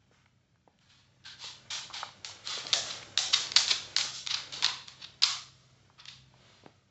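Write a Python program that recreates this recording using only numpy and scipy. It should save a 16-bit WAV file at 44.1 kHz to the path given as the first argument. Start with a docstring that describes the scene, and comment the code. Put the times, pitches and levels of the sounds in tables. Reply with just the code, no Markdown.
"""Brisk rub through a cat's fur

A hand rubs a cat on a wooden floor, the jacket sleeve close by. Countless hairs and threads slip,
so each stroke is a scratchy swish that dies away, with a hollow tone from the air under the palm.
The cloth catches and lets go in sharp snaps and short scuffs. Paws and hand bump softly,
over a low handling rumble and the hum of an appliance in the quiet room."""
import sys
import numpy as np
from scipy import signal
from scipy.fft import irfft
from scipy.io import wavfile

SR = 44100
rng = np.random.default_rng(int(sys.argv[2]) if len(sys.argv) > 2 else 0)


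def dump(signal):
    """Clip the signal to [-1, 1] and save it as 16-bit WAV at the path in sys.argv[1]."""
    limited = np.clip(np.atleast_2d(signal).T, -1, 1)
    pcm = np.round(limited * 32767).astype(np.int16)
    wavfile.write(sys.argv[1], SR, pcm)


N = 304290
TIME = np.arange(N) / SR
CUTOFF_HZ = 8350
# a stroke sags while the hand travels, then dies away; the ruffled hairs keep settling quietly
SAG_DB_PER_S, TREBLE_RELEASE_DB_PER_S, BODY_RELEASE_DB_PER_S = 38, 146, 136
SETTLE_DB, SETTLE_DB_PER_S = -22.5, 35.5

# strokes of the hand, with body, hiss and hollow levels relative to the scratch:
# start_s, attack_s, hold_s, scratch_db, body_db, hiss_db, hollow_hz, hollow_db
HAND_STROKES = [ (0.107, 0.026, 0.095, -79, 9.5, 3, 1300, -6),
                (0.797, 0.022, 0.077, -71, -1.5, -5.5, 1310, -12),
                (0.886, 0.014, 0.12, -63.5, -3, -7, 1090, -14),
                (1.247, 0.0099, 0.053, -47.5, -8, -10, 1580, -4.5),
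                (1.378, 0.065, 0.043, -43, -10.5, -6.5, 976, -12.5),
                (1.703, 0.0032, 0.084, -37, -8, -4, 917, -17),
                (1.925, .02, 0.066, -40.5, -5, -8.5, 850, -12),
                (2.244, .004, 0.04, -46, -5.5, -1.5, 815, -16),
                (2.436, 0.078, 0.08, -37.5, -7, -5, 1230, -11),
                (2.672, 0.0086, 0.056, -47.5, -3, -4, 715, -22.5),
                (2.73, 0.0049, 0.052, -36, -23, 2.5, 644, -5),
                (2.829, 0.038, 0.095, -43.5, -3, -2.5, 608, -17),
                (3.173, 0.0089, 0.083, -36, -10.5, 1, 726, -9.5),
                (3.323, 0.0087, .085, -35, -6.5, -0.5, 1135, -11.5),
                (3.558, 0.006, 0.051, -31, -10.5, 0.5, 760, -16),
                (3.677, 0.0084, 0.039, -34, -7.5, -2, 1280, -13.5),
                (3.961, 0.0064, 0.088, -36.5, -4.5, 1, 840, -22),
                (4.116, 0.045, 0.021, -43, -16, -0.5, 1400, -18),
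                (4.264, 0.079, 0.048, -41.5, -3.5, -8, 1280, -19),
                (4.519, 0.018, 0.033, -40, -10, -8.5, 1004, -18.5),
                (4.624, 0.0068, 0.056, -37.5, -3, -6, 996, -2),
                (4.871, 0.0067, 0.032, -54, -5, -5, 1120, -8),
                (4.977, 0.045, .02, -53.5, -5.5, -14, 1400, -22),
                (5.221, 0.01, 0.092, -35, -5, -1, 1147, -5.5),
                (5.976, 0.014, .01, -60.5, 1.5, -13, 1250, 0.5),
                (6.049, 0.051, 0.036, -52.5, -10, -9.5, 1250, -28),
                (6.287, 0.22, 0.17, -65, -4, -12, 1100, -11)]
# muffled rub of the palm pressing into the coat: time_s, level_db
PALM_PRESS = [(0.0, -79.5), (0.6, -83), (1.2, -76.5), (1.7, -66), (2.2, -66.5), (2.75, -55.5),
              (3.04, -57.5), (3.16, -61), (3.42, -55), (4.05, -59.5), (4.24, -69.5), (4.62, -55.5),
              (4.85, -69.5), (5.25, -70), (5.5, -74), (6.25, -75.5), (6.5, -67.5), (6.9, -79.5)]
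# modes of the air pocket under the palm: pitch_ratio, level_db
PALM_MODES = [(1, -0.5), (1.93, -7.5), (2.7, -3)]
# cloth snapping free: start_s, level_db, ring_hz
CLOTH_SNAPS = [(2.2469, -26, 3770), (2.4734, -26.5, 3970), (2.668, -28.5, 4330), (2.7303, -15, 3650),
               (2.7356, -13.5, 3900), (3.1759, -13, 3470), (3.469, -28.5, 3800), (3.519, -22.5, 4310),
               (3.5627, -8, 4660), (3.5676, -10, 4200), (3.68, -22.5, 3880), (3.9647, -13.5, 4900),
               (3.9845, -17.5, 4900), (4.2645, -29, 3680), (4.2724, -20.5, 3780), (4.5246, -30.5, 3410),
               (4.5403, -37, 3500), (4.6246, -19, 3530), (4.6448, -12.5, 3800), (4.6627, -17, 3830),
               (4.8825, -34, 3360), (5.2216, -19.5, 4830), (5.2347, -10, 4390), (6.0553, -35, 3800)]
# folds of cloth dragging: middle_s, level_db, half_length_s
CLOTH_SCUFFS = [(1.242, -58, .0018), (1.704, -38, 0.00083), (1.942, -38, 0.0021), (2.74, -24, 0.0013),
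                (2.762, -38, 0.0035), (2.909, -33.5, .0048), (3.191, -25.5, 0.0023), (3.337, -23.5, 0.0035),
                (3.342, -18, 0.0033), (3.574, -20, .0015), (3.594, -30.5, .0007), (3.713, -20.5, 0.0055),
                (4.012, -27.5, .0043), (4.312, -27.5, 0.0079), (4.345, -24.5, 0.0037),
                (4.634, -31.5, 0.0032), (4.651, -22, 0.00097), (4.684, -41, .0025), (5.025, -42, 0.0046),
                (5.046, -39, 0.0035), (5.225, -28, 0.0015), (5.241, -21.5, 0.0024), (6.003, -48, 0.0051),
                (6.086, -40, 0.0043)]
# taps and bumps of paws and hand: start_s, peak_db, low_hz, high_hz, decay_s
SOFT_BUMPS = [(0.113, -54.5, 150, 980, 0.0088), (0.259, -52, 794, 2130, .003),
              (0.558, -57, 400, 1930, 0.0014), (0.676, -45, 225, 740, 0.0036),
              (0.789, -54.5, 1200, 4200, 0.0016), (1.44, -44.5, 130, 1000, .008),
              (1.9, -36.5, 820, 1250, 0.014), (2.03, -23, 706, 1240, 0.0027),
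              (2.09, -39, 700, 1390, 0.0015), (2.295, -42, 686, 1000, 0.0023),
              (2.575, -34, 280, 700, 0.0024), (2.648, -39, 200, 1000, 0.0098),
              (3.028, -33.5, 1500, 3530, 0.0049), (3.717, -37.5, 220, 707, 0.0058),
              (4.049, -42.5, 250, 605, 0.0077), (5.90, -48.5, 700, 1386, 0.0021),
              (6.34, -49, 498, 1175, 0.0037), (6.637, -47, 151, 600, .002),
              (6.661, -37.5, 300, 1410, 0.002), (6.661, -40, 110, 398, 0.0018)]
# partials of the appliance hum: pitch_hz, relative_db
HUM_PARTIALS = [(64.6, -11), (129.2, -1)]
# swell and ebb of the hum: time_s, level_db
HUM_FADER = [(0, -72), (.6, -79.5), (1.5, -66), (2.3, -73.5), (2.9, -63), (3.15, -66), (4.55, -62.5),
             (5.0, -68.5), (5.3, -63.5), (5.7, -65), (5.87, -74.5), (6.2, -59.5), (6.9, -79)]

# tone colour of each layer: frequency_hz, gain_db
SCRATCH_EQ = [(1500, -36.5), (2300, -9.5), (2900, -3), (3500, 2.5), (4200, 2), (4800, -0.5), (5600, -14),
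              (7500, -29)]  # bright scratch of the fur
HISS_EQ = [(3200, -20), (4400, -2.5), (5400, 7.5), (6400, 5), (7500, 3), (8300, -22), (9000, -22)]  # sheen of the finest hairs
BODY_EQ = [(450, -31.5), (700, -8.5), (950, -2.5), (1250, 0.5), (1650, -2), (2250, -1.5), (2600, -4.5),
           (3200, -4), (5000, -37)]  # midrange of the swish
RUB_EQ = [(120, -27.5), (230, -10.5), (340, -1), (450, -0.5), (600, -3), (800, -8.5), (1500, -38)]  # muffled rub of the palm
SNAP_EQ = [(200, -39), (500, -32), (800, -15.5), (1250, -10.5), (1900, -8), (2700, -5), (3600, -2),
           (4500, 1.5), (5500, -6), (7000, -9), (8500, -32.5)]  # crack of taut cloth
SCUFF_EQ = [(300, -29.5), (700, -27), (1200, -9), (1800, -12.5), (2400, -5.5), (3100, -3), (3900, 2.5),
            (4600, -2.5), (5500, -5), (7000, -19), (8500, -47.5)]  # rasp of a dragging fold
RUMBLE_EQ = [(20, -25.5), (45, -13.5), (65, -8.5), (82, -6), (98, 4.5), (115, -2.5), (140, -3.5), (190, -4),
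             (270, -11.5), (500, -38.5)]  # low end of the handling


def fur_swish():
    """Countless hairs and threads slip; the grip flutters, moving all their colours together."""
    press_db = automation(PALM_PRESS)
    scratch_gain, body_gain, hiss_gain = stroke_gains(press_db)
    grip_db = 0.37 * drift(per_s=96)
    scratch = scratch_gain * unit_rms(eq(slips(per_s=14000, spread_db=3.5), SCRATCH_EQ))
    hiss = hiss_gain * unit_rms(eq(slips(per_s=21000, spread_db=1.0), HISS_EQ))
    body = body_gain * unit_rms(eq(slips(per_s=5200, spread_db=3.5), BODY_EQ))
    rub = from_db(press_db) * unit_rms(eq(slips(per_s=1200, spread_db=3.0), RUB_EQ))
    rustle = from_db(grip_db) * (scratch + hiss + body + rub)
    rustle = near_echo(rustle, delay_s=0.0013, share=0.19)
    return near_echo(rustle, delay_s=0.0034, share=0.25)


def stroke_gains(press_db, rest_db=(-3, 1.5, -4)):
    """Gains of scratch, body and hiss: the strokes add their power to the resting hand's rustle."""
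    scratch, body, hiss = (from_db(press_db + db) ** 2 for db in rest_db)
    for start_s, attack_s, hold_s, scratch_db, body_db, hiss_db, _, _ in HAND_STROKES:
        treble_shape = stroke_envelope(attack_s, hold_s, TREBLE_RELEASE_DB_PER_S)
        body_shape = stroke_envelope(attack_s, hold_s, BODY_RELEASE_DB_PER_S)
        mix_in(scratch, start_s, (from_db(scratch_db) * treble_shape) ** 2)
        mix_in(hiss, start_s, (from_db(scratch_db + hiss_db) * treble_shape) ** 2)
        mix_in(body, start_s, (from_db(scratch_db + body_db) * body_shape) ** 2)
    return np.sqrt([scratch, body, hiss])


def stroke_envelope(attack_s, hold_s, release_db_per_s):
    """One second of gain: the stroke rises, sags and dies away while the hairs settle."""
    age = TIME[:SR]
    sag_db = SAG_DB_PER_S * np.clip(age - attack_s, 0, hold_s)
    release_db = release_db_per_s * np.maximum(age - attack_s - hold_s, 0)
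    settling_db = SETTLE_DB - SETTLE_DB_PER_S * age
    return np.minimum(age / attack_s, 1) * from_db(np.maximum(-sag_db - release_db, settling_db))


def cupped_palm(width_hz=230):
    """Friction sounds the air pocket under the palm, whose size differs from stroke to stroke."""
    out = np.zeros(N)
    friction = slips(per_s=7400, spread_db=3.0)
    for start_s, attack_s, hold_s, scratch_db, _, _, hollow_hz, hollow_db in HAND_STROKES:
        drive = np.roll(friction, -int(start_s * SR))[:SR]
        hollow = np.zeros(SR)
        for ratio, mode_db in PALM_MODES:
            hz = ratio * hollow_hz
            hollow += from_db(mode_db) * resonate(resonate(drive, hz, width_hz), hz, width_hz)
        shape = stroke_envelope(attack_s, hold_s, BODY_RELEASE_DB_PER_S)
        mix_in(out, start_s, from_db(scratch_db + hollow_db) * unit_rms(hollow) * shape)
    return out


def cloth_snaps(sweep_s=0.0018, rebound_db=-2.0, shiver_db=-19.5, shiver_s=0.002):
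    """Taut cloth lets go, rebounds about a millisecond later and shivers; its treble travels fastest."""
    clicks, age = np.zeros(N), TIME[:900]
    for start_s, level_db, ring_hz in CLOTH_SNAPS:
        snap = from_db(shiver_db) * rng.standard_normal(len(age)) * np.exp(-age / shiver_s)
        snap[0] = 1  # the cloth lets go
        rebound_s = rng.uniform(0.0007, 0.0014)
        snap[int(rebound_s * SR)] += from_db(rebound_db) * rng.choice([-1, 1])
        # every fold has its own size, and so its own brief ring
        ring = 0.96 * resonate(snap, ring_hz, width_hz=600)
        mix_in(clicks, start_s + sweep_s / 2, from_db(level_db) * (snap + ring))
    return eq(clicks, SNAP_EQ, sweep_s)


def cloth_scuffs():
    """A fold drags for a few milliseconds: a swelling train of slips in the same cloth."""
    drag = np.zeros(N)
    for middle_s, level_db, half_length_s in CLOTH_SCUFFS:
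        offset = (TIME - middle_s) / half_length_s
        drag += from_db(level_db) * np.exp(-0.5 * np.minimum(offset ** 2, 100))
    return drag * unit_rms(eq(slips(per_s=6000, spread_db=0), SCUFF_EQ, sweep_s=0.0019))


def soft_bumps():
    """Paws and hand land with a short push, duller the softer the pad."""
    out, age = np.zeros(N), TIME[:3000]
    for start_s, peak_db, low_hz, high_hz, decay_s in SOFT_BUMPS:
        push = rng.standard_normal(len(age)) * np.exp(-age / decay_s)
        pad = signal.butter(2, [low_hz, high_hz], "band", fs=SR, output="sos")
        thud = signal.sosfilt(pad, push)
        mix_in(out, start_s, from_db(peak_db) * thud / np.abs(thud).max())
    return out


def handling_rumble(base_db=-66.5, base_press_db=-70, follow=0.42):
    """Low rumble that grows as the palm presses harder."""
    level_db = base_db + follow * (automation(PALM_PRESS) - base_press_db)
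    return from_db(level_db) * unit_rms(eq(rng.standard_normal(N), RUMBLE_EQ))


def appliance_hum(waver_rad=0.39):
    """An appliance drones on two low partials, each wavering in phase."""
    hum = np.zeros(N)
    for hz, db in HUM_PARTIALS:
        phase = 2 * np.pi * hz * TIME + waver_rad * drift(per_s=1.2)
        hum += from_db(db) * np.sqrt(2) * np.sin(phase)
    return from_db(automation(HUM_FADER)) * hum


def near_echo(x, delay_s, share):
    """A reflection from a surface close by; its path wanders as the arm moves, so the colour shifts."""
    lag_s = delay_s * np.exp(0.094 * drift(per_s=3.4))
    echo = np.interp(TIME - lag_s, TIME, x)
    return (x + share * echo) / np.sqrt(1 + share ** 2)


def room(x, t60_s, wet_db, build_s=0.0084):
    """Diffuse reflections from floor and furniture, building up over the first milliseconds."""
    age = TIME[:SR // 2]
    tail = rng.standard_normal(len(age)) * from_db(-60 * age / t60_s) * (1 - np.exp(-age / build_s))
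    return x + from_db(wet_db) * signal.oaconvolve(x, tail / np.linalg.norm(tail))[:N]


def slips(per_s, spread_db):
    """The grain of friction: tiny stick-slip clicks at random moments, rms 1."""
    sizes = from_db(spread_db * np.minimum(rng.exponential(1, N), 4)) * rng.choice([-1, 1], N)
    return unit_rms(sizes * (rng.random(N) < per_s / SR))


def eq(x, curve, sweep_s=0, size=4096):
    """Colour a sound with a pulse of peak 1; treble at the cutoff arrives sweep_s early."""
    hz = np.maximum(np.fft.rfftfreq(size, 1 / SR), 1)
    curve_hz, curve_db = np.transpose(curve)
    gain = from_db(np.interp(np.log(hz), np.log(curve_hz), curve_db, left=-80, right=-80))
    lead_s = sweep_s * np.minimum(hz / CUTOFF_HZ, 2) ** 2
    phase = 2 * np.pi * np.cumsum(lead_s) * SR / size
    pulse = np.roll(irfft(gain * np.exp(1j * phase)), size // 2)
    return signal.oaconvolve(x, pulse / np.abs(pulse).max(), "same")


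def resonate(x, hz, width_hz):
    """One resonance, gain 1 at its peak."""
    radius = np.exp(-np.pi * width_hz / SR)
    feedback = [1, -2 * radius * np.cos(2 * np.pi * hz / SR), radius ** 2]
    return signal.lfilter(np.array([1, 0, -1]) * (1 - radius ** 2) / 2, feedback, x)


def drift(per_s):
    """A wander through per_s random points a second, rms 1."""
    knots = rng.standard_normal(int(N / SR * per_s) + 2)
    return unit_rms(np.interp(TIME * per_s, np.arange(len(knots)), knots))


def automation(points):
    """A fader move, read at every sample."""
    return np.interp(TIME, *np.transpose(points))


def mix_in(out, start_s, x):
    """Mix x into out from a start time on."""
    part = out[int(start_s * SR):][:len(x)]
    part += x[:len(part)]


def from_db(db):
    """Decibels to gain."""
    return 10 ** (np.asarray(db) / 20)


def unit_rms(x):
    """Scale to rms 1."""
    return x / np.sqrt(np.mean(x ** 2) + 1e-20)


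def scene():
    """Mono mix: the rub up close, cloth and bumps with a little room, rumble and hum underneath."""
    cloth = cloth_snaps() + near_echo(cloth_scuffs(), delay_s=0.001089, share=0.29)
    cloth = room(cloth, t60_s=0.46, wet_db=-7.5)
    bumps = room(soft_bumps(), t60_s=0.25, wet_db=-10.5)
    return (fur_swish() + cupped_palm() + cloth + bumps + handling_rumble() + appliance_hum())[None]


def record(dry):
    """A steep low-pass takes the air off the top."""
    low_pass = signal.firwin(161, CUTOFF_HZ, window=("kaiser", 7), fs=SR)
    return signal.fftconvolve(dry, low_pass[None], "same")


dry = scene()
out = record(dry)
dump(out)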